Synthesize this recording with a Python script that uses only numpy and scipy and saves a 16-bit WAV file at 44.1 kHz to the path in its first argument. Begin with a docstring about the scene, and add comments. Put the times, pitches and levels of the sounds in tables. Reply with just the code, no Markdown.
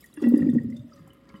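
"""Kitchen sink draining

At a steel sink in a small, quiet kitchen, on one microphone. A quick run of big air bubbles glugs in
the pipe and sets the basin booming, over a low rumble and a short wash of water. Droplets tick,
splashes ring the steel, a faint whistle lingers, and soft knocks on the sink close the scene."""
import sys
import numpy as np
from scipy import signal
from scipy.fft import rfft, irfft
from scipy.io import wavfile

SR = 44100
rng = np.random.default_rng(int(sys.argv[2]) if len(sys.argv) > 2 else 0)


def store_wav(level_fs):
    """Save 16-bit WAV to argv[1]."""
    pcm = np.round(np.clip(np.atleast_2d(level_fs), -1, 1) * 32767)
    wavfile.write(sys.argv[1], SR, pcm.T.astype(np.int16))


N = 61739
T = np.arange(N) / SR

# Room tone of the kitchen. Each row: frequency in Hz, level in dB.
ROOM_TONE_SPECTRUM = [(25, -27), (50, -4.5), (64, 4), (100, -9.5), (160, -2), (310, -3), (400, -12),
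                      (530, -12), (650, -18.5), (820, -28), (1250, -21), (1600, -28), (1950, -19.5),
                      (2400, -29), (3000, -26), (6000, -46), (15000, -45)]
# Course of the faint whistle. Each row: time in seconds, pitch in Hz, level in dB.
WHISTLE_CURVE = [(.66, 470, -69), (.71, 528.4, -54.5), (.75, 574.7, -51), (.80, 584.4, -59),
                 (.87, 639.8, -63.5), (.94, 570, -56), (1.03, 542, -61.5), (1.4, 546, -62)]
# Flow over the steel. Each row: time in seconds, wash level in dB, spatter level in dB.
BASIN_FLOW = [(0, -66, -58.5), (.16, -64, -70), (.235, -47, -58.5), (.31, -56, -61.5), (.36, -50, -61),
              (.55, -58, -64.5), (.66, -64.5, -71.5), (.86, -71.5, -71), (.96, -65, -67.5),
              (1.2, -67.5, -80), (1.4, -59.5, -68)]
# Colours of the wash and the spatter. Each row: frequency in Hz, gain in dB.
WASH_SPECTRUM = [(380, -29), (650, -6), (1430, -8), (1580, -13.5), (1890, -2.5), (2150, -19.5), (2800, -7),
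                 (3030, -41), (3320, -13.5), (4200, -29.5), (5460, -63)]
SPATTER_SPECTRUM = [(2400, -7), (3300, -1), (3850, -0.5), (4300, -11.5), (4850, 3), (5800, -11),
                    (7900, -5.5), (10000, -12), (11000, -6.5), (16000, -2)]
# Flow down in the pipe. Each row: time in seconds, rumble level in dB, churn level in dB.
PIPE_FLOW = [(.17, -68.5, -70.5), (.23, -43, -30.5), (.38, -46, -39.5), (.43, -32.5, -39),
             (.57, -32.5, -41), (.68, -36.5, -55.5), (.82, -45, -70), (.9, -59, -81), (1.02, -54, -59.5),
             (1.2, -60, -74)]
# Colours of the rumble and the churning. Each row: frequency in Hz, gain in dB.
RUMBLE_SPECTRUM = [(35, -41.5), (60, -26), (95, -2), (158, 4.5), (190, -9), (240, 6), (320, -10),
                   (450, -48)]
CHURN_SPECTRUM = [(180, -21.5), (290, 8.5), (350, 1), (430, -5), (560, -5), (630, -26.5), (900, -27)]
# Ringing of the sink wall. 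Each row: frequency in Hz, level in dB, time to fall 60 dB in seconds.
WALL_MODES = [(306.6, 6, 0.2), (417, -4.5, 0.32), (546, -0.5, 0.13), (1041.5, 3, 0.14), (1103, -3, 0.23),
              (1217, 1.5, 0.11), (1345, -4, 0.18), (1637, -3.5, 0.098), (2066, -8.5, 0.078),
              (3045, -12, 0.32)]
# Soft knocks on the sink. Each row: start in seconds, ring level in dB, thud level in dB.
SINK_KNOCKS = [(1.072, -63, -59), (1.291, -61.5, -45), (1.303, -58.5, -62), (1.342, -53.5, -30),
               (1.356, -65, -54)]
# Spits of spray. Each row: start in seconds, level in dB, centre pitch in Hz.
SPRAY_SPITS = [(.007, -50.5, 12500), (0.04, -49.5, 9540), (0.059, -47.5, 9120), (0.139, -47.5, 8880),
               (0.216, -51, 10000), (.222, -47, 5200), (.286, -39, 14000), (.356, -57, 6500),
               (0.375, -45.5, 11000), (0.497, -54, 8400), (.535, -55.5, 8000), (0.633, -59, 12000),
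               (0.701, -56.5, 6550), (.766, -53, 6440), (0.958, -57.5, 5500), (1.075, -56, 9850),
               (1.132, -54.5, 13400), (1.289, -54, 4560)]
# Droplets, and at 1.072 s the pitched ring of a soft knock on the sink. Each row: start in seconds, level in
# dB, pitch in Hz.
DROPLETS = [(.004, -55, 5060), (0.026, -50, 2220), (0.039, -34.5, 1908), (0.128, -52.5, 3890),
            (0.163, -52.5, 9240), (0.171, -37.5, 1688), (0.356, -52, 4860), (0.373, -47, 10900),
            (.381, -49.5, 4804), (0.386, -45.5, 1933), (0.419, -29, 1900), (0.467, -49, 2340),
            (0.487, -36.5, 1880), (.496, -50.5, 3580), (0.511, -53.5, 3590), (0.581, -29, 1872),
            (.721, -43.5, 2033), (0.764, -45, 3615), (.792, -50.5, 3610), (0.918, -42, 1281),
            (.931, -52, 4880), (.936, -56, 5860), (.936, -48, 1196), (.962, -44, 1250), (0.987, -46, 1238),
            (1.015, -55, 1010), (1.068, -50.5, 1290), (1.072, -41, 783), (1.103, -46.5, 3020),
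            (1.125, -52.5, 2944), (1.152, -52, 1290), (1.297, -46.5, 2190), (1.358, -49.5, 2980)]
# Splashes that tap the steel. Each row: start in seconds, level in dB, brightness in dB per octave.
SPLASHES = [(.170, -48, 5), (.2225, -42, 1), (0.239, -40.5, 6), (.268, -45.5, -14.5), (.337, -44, -1.5),
            (0.389, -49.5, -0.5), (.422, -51.5, -7), (.548, -57.5, -4)]
# Ringing of the steel. Each row: frequency in Hz, level in dB, time to fall 60 dB in seconds.
STEEL_MODES = [(570, -0.5, 0.06), (767, -2.5, 0.05), (990, -4.5, 0.047), (1091, -1, 0.034),
               (1420, -7, 0.086), (1707, -10.5, 0.081), (1880, -8.5, 0.026), (1940, -12, 0.14),
               (2736, -12, 0.1), (3363, -29, 0.16), (3397, -24, 0.13), (3710, -35, 0.092),
               (4880, -33, 0.18), (5400, -32, 0.13), (8400, -41.5, 0.23)]
# Low resonances of the basin. Each row: frequency in Hz, width in Hz, gain in dB.
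BASIN_BOOM = [(160, 7.8, -7.5), (235.5, 11.5, 0), (292, 23.3, -6), (456, 27, -23), (563, 3.5, -13)]
# Air bubbles in the drain. Each row: start in seconds, level in dB, settled pitch in Hz, fade in seconds.
DRAIN_BUBBLES = [(0.172, -29, 296, 0.024), (.219, -22.5, 368, 0.013), (0.220, -16, 275.6, 0.017),
                 (0.236, -14, 247.4, 0.041), (0.265, -9.5, 236.6, 0.038), (.311, -15.5, 242.2, 0.025),
                 (0.319, -26, 470, 0.0083), (.320, -28, 375, 0.024), (0.336, -1.5, 253.8, .013),
                 (0.367, -9.5, 273, 0.011), (0.385, -12.5, 266, .016), (.404, -12, 236, 0.013),
                 (0.407, -26, 104.8, 0.023), (.418, -20, 167.6, 0.027), (.420, -32, 488, 0.014),
                 (0.426, -15, 258, 0.012), (0.44, -11.5, 235.5, 0.014), (.464, -8, 268.7, 0.01),
                 (.484, -10.5, 243.1, 0.027), (.483, -17, 138.7, 0.014), (.527, -22.5, 149.7, 0.053),
                 (.531, -7.5, 228.7, 0.006), (0.548, -12, 272, 0.0091), (.555, -27.5, 461, 0.0088),
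                 (.560, -7.5, 233, 0.017), (.597, -21.5, 130.3, 0.017), (.639, -36, 371, 0.013),
                 (.642, -21.5, 233.5, 0.024), (0.654, -26, 104.3, 0.022), (.686, -21, 227.2, 0.023),
                 (.714, -30, 237.5, .034), (.762, -33, 262, 0.012), (.787, -29.5, 120, 0.037),
                 (.842, -35.5, 246, 0.015), (1.0, -42.5, 164, 0.04)]

SPLASH_RISE_S, GRAIN_SPREAD_DB = 0.0024, 8.5
LN_1000 = np.log(1000)   # a fall of 60 dB, as an exponent


def from_db(db):
    """Decibels to gain."""
    return 10 ** (np.asarray(db) / 20)


def rms_one(x):
    """Scale to unit level."""
    return x / np.sqrt(np.mean(x ** 2) + 1e-20)


def in_time(rows):
    """Each column of a curve, sample by sample."""
    s, *columns = np.transpose(rows)
    return [np.interp(T, s, c) for c in columns]


def coloured(x, spectrum):
    """Filter a signal by a spectrum; unit level."""
    hz, db = np.transpose(spectrum)
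    f = np.maximum(np.fft.rfftfreq(2 * N, 1 / SR), 1)
    gain = from_db(np.interp(np.log(f), np.log(hz), db, left=-90, right=-90))
    return rms_one(irfft(rfft(x, 2 * N) * gain)[:N])


def drift(hz):
    """Slow random wander of spread 1."""
    r = np.exp(-2 * np.pi * hz / SR)
    return rms_one(signal.lfilter([1], [1, -2 * r, r * r], rng.standard_normal(2 * N))[N:])


def since(s):
    """Time since an onset, zero before it."""
    return np.maximum(T - s, 0)


def onset(s, rise_s):
    """A smooth rise from 0 towards 1."""
    return 1 - np.exp(-since(s) / rise_s)


def ring(s, hz, t60):
    """A struck mode of height 1."""
    t = since(s)
    return np.sin(2 * np.pi * hz * t) * np.exp(-LN_1000 * np.minimum(t / t60, 10))


def resonate(x, hz, width_hz):
    """A resonance with gain 1 at its top."""
    r = np.exp(-np.pi * width_hz / SR)
    feedback = [1, -2 * r * np.cos(2 * np.pi * hz / SR), r * r]
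    return signal.lfilter(np.array([1, 0, -1]) * (1 - r * r) / 2, feedback, x + 1e-18)


def add(out, s, sound):
    """Mix a short sound in at a time."""
    start = int(np.clip(s * SR, 0, N - 1))
    out[start:start + len(sound)] += sound[:N - start]


def grains(per_s=2300):
    """Dense tiny impacts of uneven size."""
    sizes = from_db(GRAIN_SPREAD_DB * np.minimum(rng.exponential(1, N), 4)) * rng.choice([-1, 1], N)
    return sizes * (rng.random(N) < per_s / SR)


def fizz(low_hz, high_hz, per_s, t60, flutter_db, count=64):
    """Clumps of small bubbles, each ringing briefly at one of many pitches."""
    born = rng.random(N) < per_s / SR
    sizes = born * from_db(GRAIN_SPREAD_DB * np.minimum(rng.exponential(1, N), 4) + flutter_db * drift(40))
    pitch_index = rng.integers(0, count, N)
    pitches = np.geomspace(low_hz, high_hz, count) * np.exp(rng.normal(0, .01, count))
    return rms_one(sum(resonate(sizes * (pitch_index == k), hz, LN_1000 / np.pi / t60) * np.sqrt(hz)
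                       for k, hz in enumerate(pitches)))


def room_tone():
    """The low, steady hush of the kitchen."""
    return from_db(-59) * coloured(rng.standard_normal(N), ROOM_TONE_SPECTRUM)


def kitchen_tail(x, t60=0.38, delay_s=0.013):
    """The small room's diffuse tail reaches the microphone just after the direct sound."""
    tail = rng.standard_normal(N) * np.exp(-LN_1000 * T / t60) * onset(delay_s, rise_s=0.0022)
    return signal.fftconvolve(x, tail / np.sqrt(np.sum(tail ** 2)))[:N]


def trickle(start_s=0.886):
    """The faint grains of a last trickle keep the sink wall singing."""
    drive = grains() * onset(start_s, rise_s=0.045)
    wall = sum(from_db(db) * resonate(drive, hz, LN_1000 / np.pi / t60) for hz, db, t60 in WALL_MODES)
    return from_db(-70.5) * rms_one(wall)


def whistle(clear_at_s=0.95, clearing_s=0.043, waver=0.0036, width_hz=25):
    """An airy tone rises and falls back, clearing to a thin line as the gurgle dies."""
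    hz, db = in_time(WHISTLE_CURVE)
    clear = (1 + np.tanh((T - clear_at_s) / clearing_s)) / 2
    phase = 2 * np.pi * np.cumsum(hz * (1 + waver * drift(51))) / SR
    air = (drift(width_hz) * np.sin(phase) + drift(width_hz) * np.cos(phase)) / np.sqrt(2)
    level = from_db(db - drift(21)) * onset(WHISTLE_CURVE[0][0], rise_s=0.0087)
    return level * (np.sqrt(clear) * np.sin(phase) + np.sqrt(1 - clear) * air)


def running_water():
    """Rumble and churning down the pipe; a bubbly wash and crackling spatter up on the steel."""
    wash_db, spatter_db = in_time(BASIN_FLOW)
    rumble_db, churn_db = in_time(PIPE_FLOW)
    wash = fizz(620, 2200, per_s=2000, t60=0.033, flutter_db=2) + from_db(4) * rms_one(grains())
    crackle = fizz(2500, 12000, per_s=12000, t60=0.064, flutter_db=1.5)
    hiss = from_db(-6) * rms_one(rng.standard_normal(N) * from_db(1.5 * drift(80)))
    return (from_db(rumble_db - 0.5) * coloured(rng.standard_normal(N), RUMBLE_SPECTRUM)
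            + from_db(churn_db + 1.5) * coloured(grains(), CHURN_SPECTRUM)
            + from_db(wash_db - 5.5) * coloured(wash, WASH_SPECTRUM)
            + from_db(spatter_db - 4) * coloured(crackle + hiss, SPATTER_SPECTRUM))


def knocks():
    """Each knock is a dull thud with a light metallic ring from the sink wall."""
    out = np.zeros(N)
    for s, ring_db, thud_db in SINK_KNOCKS:
        out += from_db(thud_db) * ring(s, hz=204.5, t60=0.074) * onset(s, rise_s=0.0037)
        out += sum(from_db(ring_db + db) * ring(s, hz, t60) for hz, db, t60 in WALL_MODES)
    return out


def spits(count=56, scatter_s=0.0035, spread_octaves=0.36, ping_t60=0.033, mist_s=0.0038):
    """Each spit of spray scatters tiny pings around its pitch, in a puff of mist."""
    out, t = np.zeros(N), T[:N // 20]
    for s, db, centre_hz in SPRAY_SPITS:
        mist = rms_one(resonate(rng.standard_normal(len(t)), centre_hz, centre_hz / 2))
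        puff = np.exp(-t / mist_s) * (1 - np.exp(-t / SPLASH_RISE_S))
        add(out, s, from_db(db - 0.5) * mist * puff)
        for lag, detune, size in rng.standard_normal((count, 3)):
            hz = min(centre_hz * 2 ** (spread_octaves * detune), SR / 2)
            ping = np.sin(2 * np.pi * hz * t) * np.exp(-LN_1000 * t / ping_t60)
            add(out, s + scatter_s * lag ** 2, from_db(db - 1.5) * size * ping / np.sqrt(count))
    return out


def droplets(rise_cycles=7.46, t60=0.036, blur_hz=138, blur_db=-5):
    """A small bubble swells and pings, and the 1.072 s knock rings the same way; each ring is blurred by the
    wet steel."""
    out, t = np.zeros(N), T[:N // 8]
    for s, db, hz in DROPLETS:
        noise = rng.standard_normal(len(t))
        blur = rms_one(resonate(resonate(noise, hz, blur_hz), hz, blur_hz))
        swell = (1 - np.exp(-(t * hz / rise_cycles) ** 2)) * np.exp(-LN_1000 * t / t60)
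        add(out, s, from_db(db) * swell * (np.sin(2 * np.pi * hz * t) + from_db(blur_db) * blur))
    return out


def slaps(t60=0.06):
    """Each splash lands with a short wet slap."""
    bursts = sum(from_db(db - 3.5 - 60 * since(s) / t60) * onset(s, SPLASH_RISE_S)
                 for s, db, _ in SPLASHES)
    return bursts * coloured(rng.standard_normal(N), WASH_SPECTRUM)


def steel_ring(scatter_db=5.5):
    """Splashes strike every mode of the steel, each a little differently."""
    out = np.zeros(N)
    for s, db, tilt in SPLASHES:
        for hz, mode_db, t60 in STEEL_MODES:
            strike_db = db + mode_db + rng.normal(0, scatter_db) + tilt * np.log2(hz / 1000)
            out += from_db(strike_db) * ring(s, hz, t60) * onset(s, SPLASH_RISE_S)
    return out


def glugs(sag=0.11, sag_s=0.0084, overtone_db=-32.5):
    """Each big bubble swells within a cycle, sags in pitch and is choked off; the basin booms along."""
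    bubbles, t = np.zeros(N), T[:N // 8]
    for s, db, hz, fade_s in DRAIN_BUBBLES:
        phase = 2 * np.pi * hz * (t + sag * sag_s * (1 - np.exp(-t / sag_s)))   # starts sharp, settles
        tone = np.sin(phase) + from_db(overtone_db) * np.sin(2 * phase)
        swell = 1 - np.exp(-(t * hz) ** 2)
        choke = np.exp(-(t / fade_s) ** 2.85)
        add(bubbles, s, from_db(db - 3.5) * swell * choke * tone)
    boom = sum(from_db(db) * resonate(bubbles, hz, width) for hz, width, db in BASIN_BOOM)
    return bubbles + boom


def scene():
    """The drain and the sink up close, with the kitchen well behind them."""
    background = room_tone() + running_water() + trickle() + whistle()
    gurgle = glugs()
    impacts = steel_ring() + slaps() + droplets() + spits() + knocks()
    room = kitchen_tail(from_db(-14) * gurgle + from_db(-13) * impacts)
    return (background + gurgle + impacts + room)[None]


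def record(dry, low_cut_hz=45.5, high_cut_hz=16000):
    """The microphone loses the deepest bass; the top is cut steeply."""
    thinned = signal.sosfilt(signal.butter(2, low_cut_hz, "high", fs=SR, output="sos"), dry)
    return signal.sosfilt(signal.ellip(10, .1, 80, high_cut_hz, fs=SR, output="sos"), thinned)


dry = scene()
out = record(dry)
store_wav(out)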